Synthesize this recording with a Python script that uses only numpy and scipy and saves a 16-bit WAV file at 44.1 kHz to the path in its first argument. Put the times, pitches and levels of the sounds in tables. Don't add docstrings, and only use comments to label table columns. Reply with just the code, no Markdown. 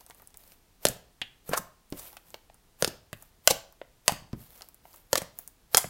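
import sys
import numpy as np
from scipy import signal
from scipy.fft import rfft, irfft, next_fast_len
from scipy.io import wavfile
from scipy.ndimage import map_coordinates

SR = 44100
rng = np.random.default_rng(int(sys.argv[2]) if len(sys.argv) > 2 else 0)


def put_to_file(sound):
    columns = np.atleast_2d(sound).T
    safe = np.clip(columns, -1, 1)
    whole_steps = np.round(safe * 32767)
    wavfile.write(sys.argv[1], SR, whole_steps.astype(np.int16))


N = 259749
AGE_S = np.arange(SR // 10) / SR

# unseal_s, fizz_db, recoil_db, drop_delay_s, drop_db
PULLS = [(0.852, -43.5, -29, 0.047, -40), (1.493, -47, -38, 0.1, -43.5), (2.826, -47, -35.5, 0.051, -41),
         (3.475, -48, -49.5, 0.031, -35.5), (4.081, -51.5, -38, .040, -35.5),
         (5.133, -50, -35.5, .087, -42.5), (5.746, -44.5, -38.5, 0.1, -41)]
# start_s, length_s, fizz_db
RUBS = [(0, 0.23, -62), (0.256, 0.05, -91), (0.403, .11, -57.5), (1.966, 0.11, -48), (2.266, 0.043, -59),
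        (3.168, 0.075, -63.5), (4.413, 0.024, -51), (4.529, .08, -57.5), (4.878, 0.09, -58),
        (5.392, 0.016, -55.5)]


def amp(db):
    return 10 ** (np.asarray(db) / 20)


def unit_rms(x):
    return x / np.sqrt(np.mean(x ** 2) + 1e-20)


def burst(x, level_db, window_s=0.0125):
    return amp(level_db) * x * np.sqrt(window_s * SR / (np.sum(x ** 2) + 1e-20))


def along(points, hz):
    point_hz, values = np.transpose(points)
    return np.interp(np.log(hz + 1), np.log(point_hz), values)


def filtered(x, response):
    size = next_fast_len(len(x) + 8192)
    return irfft(rfft(x, size) * response(np.fft.rfftfreq(size, 1 / SR)), size)[:len(x)]


def resonate(x, hz, q):
    return filtered(x, lambda f: 1j * f * hz / q / (hz * hz - f * f + 1j * f * hz / q))


def muffle(x, edge_hz):
    return signal.sosfilt(signal.butter(4, edge_hz, fs=SR, output="sos"), x)


def add(track, start_s, x):
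    start = max(round(start_s * SR), 0)
    track[start:start + len(x)] += x[:max(len(track) - start, 0)]


def crackle(size, spread_db):
    noise = rng.standard_normal(size)
    strength = amp(spread_db * np.clip(rng.standard_normal(size), -2.5, 2.5))
    return unit_rms(noise * strength)


def ring(hz, t60_s, attack_s, glide=0):
    pitch_hz = hz * (1 + glide * (np.minimum(AGE_S / t60_s, 1) - 1 / 4))
    envelope = amp(-60 * AGE_S / t60_s) * (1 - np.exp(-AGE_S / attack_s))
    return np.sin(2 * np.pi * np.cumsum(pitch_hz) / SR) * envelope


def stroke(start_s, end_s, level_db, rise_db_per_s, fall_db_per_s):
    t = np.arange(N) / SR
    before_s, after_s = np.maximum(start_s - t, 0), np.maximum(t - end_s, 0)
    return amp(level_db - rise_db_per_s * before_s - fall_db_per_s * after_s)


def hush(level_db=-63.5):
    # freq_hz, density_db
    spectrum = [(12, -28.5), (20, 3), (293, -14.5), (513, -17.5), (574, -25), (642, -18), (2020, -25),
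                (3630, -25.5), (16000, -30.5)]
    return amp(level_db) * unit_rms(filtered(rng.standard_normal(N), lambda f: amp(along(spectrum, f))))


def room(x):
    # freq_hz, t60_s
    decay_times = [(100, 0.52), (250, 0.21), (700, .45), (2000, 0.34), (5000, 0.38), (10000, 0.25),
                   (16000, 0.27)]
    # freq_hz, gain_db
    gains = [(50, -3), (140, -9), (300, -14), (700, -14), (2000, -10), (5000, -15), (10000, -16),
             (16000, -10.5)]
    out, piece = np.zeros(N), SR // 3
    for start in range(0, N, piece):
        hz, t, noise = signal.stft(rng.standard_normal(SR * 2 // 3), SR, nperseg=256)
        fade = amp(-60 * t / along(decay_times, hz)[:, None])
        energy = np.sum(fade ** 2, axis=1, keepdims=True) * t[1] * SR
        fade *= amp(along(gains, hz))[:, None] / np.sqrt(energy)
        tail = signal.istft(noise * fade, SR, nperseg=256)[1]
        near = rng.standard_normal(len(AGE_S)) * np.exp(-AGE_S / 0.0036)
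        add(tail, 0, amp(-13) * near / np.linalg.norm(near))
        add(out, start / SR + 0.003, signal.fftconvolve(x[start:start + piece], tail))
    return out


def peel(tugs_per_s=45, tug_db=2, clumps_per_s=890, clump_db=3.2):
    # freq_hz, density_db
    spectrum = [(200, -8.5), (600, 6), (1500, -3.5), (3000, -3), (6000, -5.5), (10000, -2), (13000, 4.5),
                (16000, -0.5)]
    t = np.arange(N) / SR
    pulling = sum(stroke(unseal_s - 0.016, unseal_s + 0.044, db, rise_db_per_s=849.5, fall_db_per_s=300)
                  for unseal_s, db, *_ in PULLS)
    rubbing = sum(stroke(start_s, start_s + length_s, db, rise_db_per_s=346, fall_db_per_s=170)
                  for start_s, length_s, db in RUBS)
    tugs = map_coordinates(rng.standard_normal(N // 100), [t * tugs_per_s])
    clumps = map_coordinates(rng.standard_normal(N // 10), [t * clumps_per_s])
    threads = crackle(N, spread_db=2.5) * amp(tug_db * tugs + clump_db * clumps)
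    fizz = filtered(threads, lambda f: amp(along(spectrum, f)))
    return unit_rms(fizz) * (pulling + rubbing)


def thuds(recoil_hz=150, drop_hz=158):
    # start_s, level_db, pitch_hz
    flops = [(1.2162, -47, 180), (1.514, -37, 300), (1.9239, -33.5, 255), (3.1298, -42.5, 170),
             (4.222, -48, 145), (4.333, -30.5, 176)]
    recoils = [(unseal_s, db, recoil_hz) for unseal_s, _, db, _, _ in PULLS]
    drops = [(unseal_s + delay_s, db, drop_hz) for unseal_s, _, _, delay_s, db in PULLS]
    settling = np.exp(-AGE_S / 0.025) * np.linspace(1, 0, len(AGE_S))
    out = np.zeros(N)
    for start_s, level_db, hz in flops + recoils + drops:
        push = ring(hz, t60_s=2 / hz, attack_s=0.029, glide=0.075)
        shudder = resonate(rng.standard_normal(len(AGE_S)) * settling, hz * 1.1, q=0.94)
        add(out, start_s, burst(push, level_db) + burst(muffle(shudder, hz * 2), level_db - 7.5))
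    return out


def snap(hz, decay_s, q, rim_gain):
    rim = ring(hz, t60_s=decay_s * 2, attack_s=0.00004)
    envelope = np.exp(-AGE_S / decay_s) + 0.055 * np.exp(-AGE_S / 0.0055)
    shreds = resonate(crackle(len(AGE_S), spread_db=2.5) * envelope, hz, q)
    low_cut = signal.butter(4, 0.52 * hz, "high", fs=SR, output="sos")
    return rim_gain * unit_rms(rim) + unit_rms(signal.sosfilt(low_cut, shreds))


def stray_bubbles(rate_per_s=20, level_db=-60, spread_db=7.5, pitch_hz=8400, smack_re_click_db=-6):
    rows = []
    for start_s, length_s, _ in RUBS:
        draws = rng.uniform(-1, 1, (16, 4))
        for when, size, pitch, wet in draws[:round(length_s * rate_per_s)]:
            rows.append((start_s + length_s * (when + 1) / 2, level_db + spread_db * size,
                         pitch_hz * 1.6 ** pitch, smack_re_click_db + 8 * wet))
    return rows


def ticks():
    # start_s, click_db, pitch_hz, smack_re_click_db
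    bubbles = [(0.1083, -53.5, 2320, -5), (0.147, -56.5, 13300, -11), (.198, -66.5, 2000, 6),
               (.2205, -57, 12000, -2), (0.274, -50.5, 9600, -28), (0.343, -56.5, 5000, -5),
               (0.3722, -48, 12800, -36), (0.52, -58.5, 3500, -8.5), (1.216, -47, 9200, -0.5),
               (1.903, -54.5, 12200, -27), (1.925, -45.5, 3570, -2.5), (2.13, -54, 7300, -3),
               (2.169, -50.5, 12000, -8), (2.3431, -54, 12460, 1.5), (2.544, -59.5, 9100, -7),
               (3.13, -44.5, 9600, -14.5), (3.2244, -52.5, 9300, -7.5), (3.725, -57, 13130, -9),
               (4.1217, -40, 3660, 0), (4.3306, -54, 3460, 4.5), (4.609, -55.5, 2950, 3.5),
               (4.6205, -45.5, 4400, -11.5), (4.6877, -50.5, 11500, -14.5), (4.745, -54.5, 10900, -16),
               (4.961, -54, 12200, -24), (5.3884, -35.5, 13100, -18.5), (5.4769, -43, 12200, -20)]
    out = np.zeros(N)
    for start_s, click_db, pitch_hz, smack_re_click_db in bubbles + stray_bubbles():
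        click = snap(pitch_hz, decay_s=0.0003, q=1, rim_gain=0.3)
        splash = crackle(len(AGE_S), spread_db=-2.5) * np.exp(-AGE_S / 0.0075)
        smack = muffle(resonate(splash, hz=805, q=1.5), edge_hz=2310)
        add(out, start_s, burst(click, click_db) + burst(smack, click_db + smack_re_click_db))
    return out


def rips():
    # peak_s, rip_db, rip_hz, swell_s, pocket_db, pocket_hz
    films = [(1.54, -38.5, 3600, 0.01, -27, 1200), (1.577, -26.5, 7700, 0.005, -29, 904),
             (1.995, -41, 10000, 0.0065, -56, 795), (3.509, -19.5, 4245, 0.0047, -23, 580),
             (5.179, -26, 4500, 0.0027, -33, 527), (5.779, -19, 7100, 0.0039, -27, 740)]
    out, middle_s = np.zeros(N), AGE_S.mean()
    for peak_s, rip_db, rip_hz, swell_s, pocket_db, pocket_hz in films:
        run = crackle(len(AGE_S), spread_db=5.5) * np.exp(-np.abs(AGE_S - middle_s) / swell_s)
        tear = resonate(run, rip_hz, q=0.8)
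        hollow = resonate(resonate(run, pocket_hz, q=0.88), pocket_hz, q=0.83)
        add(out, peak_s - middle_s, burst(tear, rip_db) + burst(hollow, pocket_db))
    return out


def air_pocket(snap_db, snap_hz, decay_s, edge_hz, pocket_db, pocket_hz, t60_s, overtone_re_pocket_db):
    # pitch_ratio, level_db, t60_ratio
    modes = [(1.751, 5, 0.9), (2.5, 5.5, 0.79), (3.099, 0, 0.88)]
    out = np.zeros(len(AGE_S))
    q = 1 + 2 * (snap_hz / edge_hz) ** 3
    add(out, 0, burst(muffle(snap(snap_hz, decay_s, q, rim_gain=0.21), edge_hz), snap_db))
    add(out, 0.00045, -burst(ring(pocket_hz, t60_s, attack_s=0.0061, glide=0.05), pocket_db))
    overtones = np.zeros(len(AGE_S))
    for pitch_ratio, level_db, t60_ratio in modes:
        gain = amp(level_db + rng.normal(0, 1.5))
        mode_hz = pocket_hz * pitch_ratio * rng.lognormal(0, 0.04)
        overtones += gain * ring(mode_hz, t60_ratio * t60_s, attack_s=0.00051)
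    return out + burst(overtones, pocket_db + overtone_re_pocket_db)


def pops(open_edge_hz=14000, buried_snap_hz=3050, buried_t60_s=0.0071):
    # start_s, snap_db, snap_hz, decay_s, pocket_db, pocket_hz, t60_s, overtone_re_pocket_db
    holes = [(0.8528, -19.5, 5625, 0.00057, -21.5, 547, 0.0059, -3.5),
             (0.8683, -29.5, 4770, .0005, -35.5, 664, .01, -6),
             (0.8862, -29, 8500, 0.00052, -43.5, 648, .01, -8),
             (1.492, -40.5, 11000, 0.0026, -40, 475, 0.012, -9),
             (1.5337, -33.5, 3040, 0.0056, -26.5, 612, 0.0084, -6.5),
             (2.8242, -25.5, 5386, 0.00042, -24, 551, 0.0076, -5),
             (2.8458, -25, 4320, 0.0018, -32.5, 503, 0.0079, 0),
             (2.876, -35, 4980, 0.0034, -35.5, 368, 0.017, -5),
             (3.4746, -13, 5590, 0.0013, -19.5, 640, 0.018, -3),
             (4.08, -17.5, 4900, 0.00091, -28.5, 631, 0.0075, 4.5),
             (4.0933, -41, 2990, 0.00308, -28, 818, 0.0088, -12.5),
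             (5.1304, -23, 5220, 0.00092, -24.5, 546, 0.0092, -1.5),
             (5.1554, -26, 4680, 0.0011, -32.5, 663, 0.011, 4),
             (5.2181, -43.5, 9000, .004, -41, 616, 0.0056, -4),
             (5.7465, -18.5, 4670, 0.0027, -29.5, 500, 0.011, 7),
             (5.7711, -11.5, 6300, 0.00024, -39, 832, 0.014, 9.5)]
    # start_s, snap_db, decay_s, edge_hz, pocket_db, pocket_hz, overtone_re_pocket_db
    buried = [(1.2163, -31, 0.0074, 3680, -49.5, 720, 3.5), (2.1682, -52, 0.0044, 7020, -55.5, 770, 3.5),
              (2.3431, -44.5, .001, 7500, -47, 550, -1), (2.4989, -69, .001, 6080, -54.5, 750, -10.5),
              (3.13, -45, 0.0054, 3780, -46, 626, 3.5), (3.8154, -55, 0.00093, 4850, -40.5, 571, -6.5),
              (4.8535, -72, 0.0018, 5050, -52.5, 800, -9.5), (5.843, -56, .0024, 3900, -37, 640, -5)]
    out = np.zeros(N)
    for start_s, snap_db, snap_hz, decay_s, *hollow in holes:
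        add(out, start_s, air_pocket(snap_db, snap_hz, decay_s, open_edge_hz, *hollow))
    for start_s, snap_db, decay_s, edge_hz, pocket_db, pocket_hz, overtone_re_pocket_db in buried:
        add(out, start_s, air_pocket(snap_db, buried_snap_hz, decay_s, edge_hz,
                                     pocket_db, pocket_hz, buried_t60_s, overtone_re_pocket_db))
    return out


def scene():
    slime = pops() + rips() + ticks() + thuds() + peel()
    return (slime + room(slime) + hush())[None]


def record(dry):
    top_hz, slope_width_hz = 16000, 400
    rounded = dry[0] / (1 + dry[0] ** 6) ** (1 / 6)
    return filtered(rounded, lambda f: np.clip((top_hz - f) / slope_width_hz + 0.5, 0, 1))[None]


dry = scene()
out = record(dry)
put_to_file(out)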